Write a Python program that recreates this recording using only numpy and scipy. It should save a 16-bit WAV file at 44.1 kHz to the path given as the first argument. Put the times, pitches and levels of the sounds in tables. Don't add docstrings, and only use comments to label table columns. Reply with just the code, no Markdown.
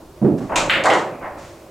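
import sys
import numpy as np
from scipy import signal
from scipy.fft import rfft, irfft, next_fast_len
from scipy.io import wavfile
from scipy.ndimage import uniform_filter1d

SR = 44100
rng = np.random.default_rng(int(sys.argv[2]) if len(sys.argv) > 2 else 0)


def put_to_file(sound):
    columns = np.atleast_2d(sound).T
    safe = np.clip(columns, -1, 1)
    whole_steps = np.round(safe * 32767)
    wavfile.write(sys.argv[1], SR, whole_steps.astype(np.int16))


N = 74970
T = np.arange(N) / SR
FFT_SIZE = next_fast_len(2 * N)
FREQS_HZ = np.maximum(np.arange(FFT_SIZE // 2 + 1) * SR / FFT_SIZE, 1)


def from_db(db):
    return 10 ** (np.asarray(db) / 20)


def unit(x):
    return x / np.sqrt(np.sum(x ** 2) + 1e-20)


def pan(db):
    return from_db(db * np.array([[.5], [-.5]]))


def at_freqs(points):
    hz, value = np.transpose(points)
    return np.interp(np.log(FREQS_HZ), np.log(hz), value)


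def filtered(x, response):
    return irfft(rfft(x, FFT_SIZE) * response, FFT_SIZE)[..., :N]


def stereo(mid, side, side_db=0):
    # frequency in Hz, side gain in dB before side_db is added.
    width = [(150, -38), (350, -20.5), (700, -14.5), (1500, -12), (4500, -10), (9000, -13.5), (12000, -47)]
    return mid + filtered(side, from_db(at_freqs(width) + side_db)) * np.array([[1], [-1]])


def noise(colour, side_db):
    white = rfft(rng.standard_normal((2, FFT_SIZE)))
    mid, side = irfft(white * from_db(at_freqs(colour)), FFT_SIZE)[:, :N]
    return stereo(unit(mid), unit(side), side_db) * np.sqrt(N)


def causal_click(colour):
    cepstrum = irfft(np.log(from_db(at_freqs(colour))), FFT_SIZE)
    cepstrum[1:FFT_SIZE // 2] *= 2
    cepstrum[FFT_SIZE // 2 + 1:] = 0
    return unit(irfft(np.exp(rfft(cepstrum)), FFT_SIZE)[:N])


def hall_response():
    # frequency in Hz, T60 in seconds.
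    decays = [(80, 0.68), (200, 0.72), (550, 0.61), (1200, 0.55), (2200, 0.39), (7000, 0.37), (15000, 0.3)]
    build_cycles = 1.66
    echoes_per_s, echo_fade_s, echo_db = 770, 0.039, -6
    hz, t60s = np.transpose(decays)
    white = rfft(rng.standard_normal((2, N)))
    log_hz = np.log(np.maximum(np.arange(white.shape[1]) * SR / N, 1))
    tail = 0
    for weights, centre_hz, t60_s in zip(np.eye(len(hz)), hz, t60s):
        band = irfft(white * np.interp(log_hz, np.log(hz), weights), N)
        swell = 1 - np.exp(-T * centre_hz / build_cycles)
        tail = tail + band * swell * from_db(-60 * T / t60_s)
    arrivals = rng.random((2, N)) < echoes_per_s / SR
    echoes = arrivals * rng.choice([-1, 1], (2, N)) * np.exp(-T / echo_fade_s)
    echoes = signal.sosfilt(signal.butter(1, 250, "high", fs=SR, output="sos"), echoes)
    mid, side = [unit(unit(late) + from_db(echo_db) * unit(early)) for late, early in zip(tail, echoes)]
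    return stereo(mid, side)


def direct_path(scatter_s=0.0041, scatter_db=2):
    burst = unit(rng.standard_normal(N) * np.exp(-T / scatter_s))
    return unit((T == 0) + from_db(scatter_db) * burst)


def blows(contacts, colour, direct_db, level_db=0):
    # frequency in Hz, gain in dB.
    wall_loss = [(3000, -1.5), (8000, -2), (14000, -5)]
    wall_gain = from_db(at_freqs(wall_loss))
    body = causal_click(colour)[:N // 16]
    out = np.zeros((2, N))
    for start_s, strength_db, cutoff_hz in contacts:
        click = unit(signal.sosfilt(signal.butter(2, cutoff_hz, fs=SR, output="sos"), body))
        direct = from_db(direct_db) * rfft(direct_path(), FFT_SIZE)
        reflected = wall_gain * rfft(hall_response(), FFT_SIZE)
        heard = filtered(click, direct + reflected)
        start = int(start_s * SR)
        out[:, start:] += from_db(level_db + strength_db) * heard[:, :N - start]
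    return out


def ringing(contacts, modes, level_db):
    spread_db, detune = 2, 0.0063
    out = np.zeros(N)
    for start_s, strength_db, cutoff_hz in contacts:
        start = int(start_s * SR)
        t = T[:N - start]
        for hz, mode_db, t60_s in modes:
            level_draw, pitch_draw = rng.standard_normal(2)
            onset_db = level_db + strength_db + mode_db + spread_db * level_draw
            swell = 1 - np.exp(-t * hz)
            contact_gain = 1 / np.hypot(1, (hz / cutoff_hz) ** 2)
            tone = np.sin(2 * np.pi * hz * (1 + detune * pitch_draw) * t)
            out[start:] += contact_gain * swell * from_db(onset_db - 60 * t / t60_s) * tone
    return out


def room_floor(level_db=-44.5):
    # frequency in Hz, relative level in dB.
    colour = [(20, -31), (60, 4.5), (150, 1.5), (250, -18), (350, 7.5), (480, -7.5), (650, -8), (1100, -8),
              (2000, -26), (4500, -33), (9000, -35.5)]
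    return from_db(level_db) * noise(colour, side_db=2)


def amplifier_hiss(level_db=-56.5):
    # frequency in Hz, relative level in dB.
    colour = [(1000, 4), (4500, 5.5), (9000, 1.7), (16000, -3.5)]
    return from_db(level_db) * noise(colour, side_db=4)


def rolling():
    # time in seconds, level in dB.
    levels = [(0, -83), (.18, -48.5), (.45, -46.5), (.57, -26), (.8, -24), (1.0, -29), (1.2, -37),
              (1.45, -44), (1.7, -47)]
    # frequency in Hz, relative level in dB.
    colour = [(25, -16), (60, -13), (110, 4.5), (200, 4.5), (340, 5), (440, -2), (560, 14), (800, -3),
              (1200, -19.5), (2500, -9), (6000, -82)]
    return from_db(np.interp(T, *np.transpose(levels))) * noise(colour, side_db=-2)


def shaft_slide():
    # start in seconds, attack in seconds, decay in seconds, level in dB.
    slides = [(0.375, 0.011, 0.017, -42), (.40, 0.024, 0.29, -48.5), (1.367, 0.025, 0.14, -45.5),
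              (1.40, 0.054, 0.12, -52)]
    # frequency in Hz, relative level in dB.
    colour = [(500, 5.5), (1700, 5.5), (3000, -1.5), (4500, -3), (7000, -2), (10000, -14), (16000, -30)]
    envelope = np.zeros(N)
    for start_s, attack_s, decay_s, level_db in slides:
        rise = np.clip((T - start_s) / attack_s, 0, 1)
        fall = np.exp(-np.maximum(T - start_s - attack_s, 0) / decay_s)
        envelope += from_db(level_db) * rise * fall
    return envelope * noise(colour, side_db=1.5)


def wooden_knocks():
    # start in seconds, strength in dB, contact cut-off in Hz.
    knocks = [(0, -15.5, 380), (.405, -8, 1030), (.495, 2, 1070), (.518, 2, 1710), (.536, 1, 1550),
              (1.212, -8.5, 1550), (1.288, -13.5, 1070), (1.355, -11, 1340), (1.412, -19.5, 966)]
    # frequency in Hz, relative level in dB.
    colour = [(60, 2), (140, -9), (320, 3), (420, -6), (600, 6), (1000, -0.5), (1900, -7), (3000, -15),
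              (6000, -74)]
    return blows(knocks, colour, direct_db=-25, level_db=8.5)


def frame_thumps():
    # start in seconds, strength in dB, contact cut-off in Hz.
    thumps = [(.216, -4.5, 930), (.226, -1.5, 1230), (.248, 2, 1900), (.304, -9, 480)]
    # frequency in Hz, relative level in dB.
    colour = [(30, -35), (70, -30.5), (130, -1.5), (215, -4.5), (370, -4), (460, -12), (660, -16.5),
              (1000, -30), (2000, -40.5), (6000, -50)]
    # frequency in Hz, relative level in dB, T60 in seconds.
    modes = [(159.7, -2.5, 0.48), (214.5, 6.5, 0.18), (297, -2, 0.19), (353.4, -10, 0.7)]
    impacts = blows(thumps, colour, direct_db=-11, level_db=18)
    return pan(db=-2.5) * (impacts + ringing(thumps, modes, level_db=-16.5))


def rail_slaps():
    # start in seconds, strength in dB, contact cut-off in Hz.
    slaps = [(.8385, 1, 11200), (.857, 6, 12300), (.937, -1, 12300), (.986, -10, 10000)]
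    # frequency in Hz, relative level in dB.
    colour = [(800, -40), (2500, 4.5), (4000, 3), (5300, -1), (7500, 2.5), (9000, -5.5), (10500, -12),
              (12500, -19), (16000, -18)]
    return blows(slaps, colour, direct_db=-7, level_db=1)


def pocket():
    # start in seconds, strength in dB, contact cut-off in Hz.
    drops = [(.845, -7.5, 623), (.856, 0.5, 2190), (.865, 0, 1280), (.873, -0.5, 1060), (1.228, -20, 2600),
             (1.245, -20.5, 2700), (1.259, -19.5, 2700)]
    clacks = [(.9005, 20.1, 9000)]
    # frequency in Hz, relative level in dB.
    drop_colour = [(60, -48), (190, -20), (420, -6.5), (780, 3.5), (1030, 2), (1300, -1.5), (1650, -3),
                   (1900, -1), (2400, -13.5), (7000, -46)]
    clack_colour = [(100, -35.5), (350, 4.5), (680, -2.5), (1000, -5), (1350, -2.5), (1650, -7), (2000, 2),
                    (2500, -14), (2850, -7), (4500, -21), (14000, -35)]
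    # frequency in Hz, relative level in dB, T60 in seconds.
    modes = [(513, 5.5, 0.57), (650, 11, 0.23), (751, 17, 0.17), (886, -5, 0.12), (1077, 6.5, 0.085),
             (1550, 9, 0.16), (1924, 4, 0.19), (2130, 9, 0.22)]
    drop_db, ring_db = 19, -48
    tumble = blows(drops, drop_colour, direct_db=-7.5, level_db=drop_db)
    tumble += ringing(drops, modes, drop_db + ring_db)
    landing = blows(clacks, clack_colour, direct_db=-11) + ringing(clacks, modes, ring_db)
    return tumble + landing


def cue_crack():
    # start in seconds, strength in dB, contact cut-off in Hz.
    stroke = [(.5585, 19, 13500)]
    # frequency in Hz, relative level in dB.
    colour = [(150, -39), (400, -10), (650, -11.5), (920, 2), (1300, -4), (1750, -10.5), (2500, -2.5),
              (3150, -11), (3800, -8), (4800, -15.5), (7300, -9), (9000, -20.5), (12500, -37), (14500, -27),
              (16000, -37)]
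    return blows(stroke, colour, direct_db=-11)


def ball_click(echo_delay_s=0.0087):
    # start in seconds, strength in dB, contact cut-off in Hz.
    clicks = [(0.6974, 24.5, 15000)]
    # frequency in Hz, relative level in dB.
    click_colour = [(200, -36), (700, -7), (1250, -2), (2100, 5.5), (3000, 2.5), (4300, -11.5), (5900, -34),
                    (7500, -29), (9000, -39), (10500, -30), (12200, -47), (14000, -30), (16000, -52)]
    echo_colour = [(4000, -4), (6300, -9), (7500, 2.5), (9000, -11), (12200, -16), (14000, -8),
                   (16000, -22)]
    echoes = [(start_s + echo_delay_s, db, cutoff_hz) for start_s, db, cutoff_hz in clicks]
    click = blows(clicks, click_colour, direct_db=-5.5)
    return click + blows(echoes, echo_colour, direct_db=-2, level_db=-26.5)


def scene():
    # frequency in Hz, left minus right in dB.
    balance = [(600, -1.2), (3000, 0.5)]
    impacts = frame_thumps() + wooden_knocks() + ball_click() + cue_crack() + pocket() + rail_slaps()
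    sound = impacts + shaft_slide() + rolling() + room_floor()
    return filtered(sound, pan(at_freqs(balance)))


def record(dry):
    threshold_db, reduction_share, release_db_per_s = -6.5, 0.68, 180
    detect_s, treble_hz, treble_db = 0.002, 2680, 9.5
    ceiling, cutoff_hz = 1.5, 15900
    window = int(detect_s * SR)
    treble = signal.sosfilt(signal.butter(1, treble_hz, "high", fs=SR, output="sos"), dry)
    sensed = dry + from_db(treble_db) * treble
    power = uniform_filter1d(np.mean(sensed ** 2, axis=0), window)
    level_db = 10 * np.log10(np.maximum(power, 1e-12))
    reduction_db = reduction_share * np.maximum(level_db - threshold_db, 0)
    release_db = release_db_per_s * T
    held_db = np.maximum.accumulate(reduction_db + release_db) - release_db
    ducked = dry * from_db(-uniform_filter1d(held_db, window))
    clipped = ceiling * np.tanh((ducked + amplifier_hiss()) / ceiling)
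    return signal.sosfilt(signal.ellip(10, .1, 80, cutoff_hz, fs=SR, output="sos"), clipped)


dry = scene()
out = record(dry)
put_to_file(out)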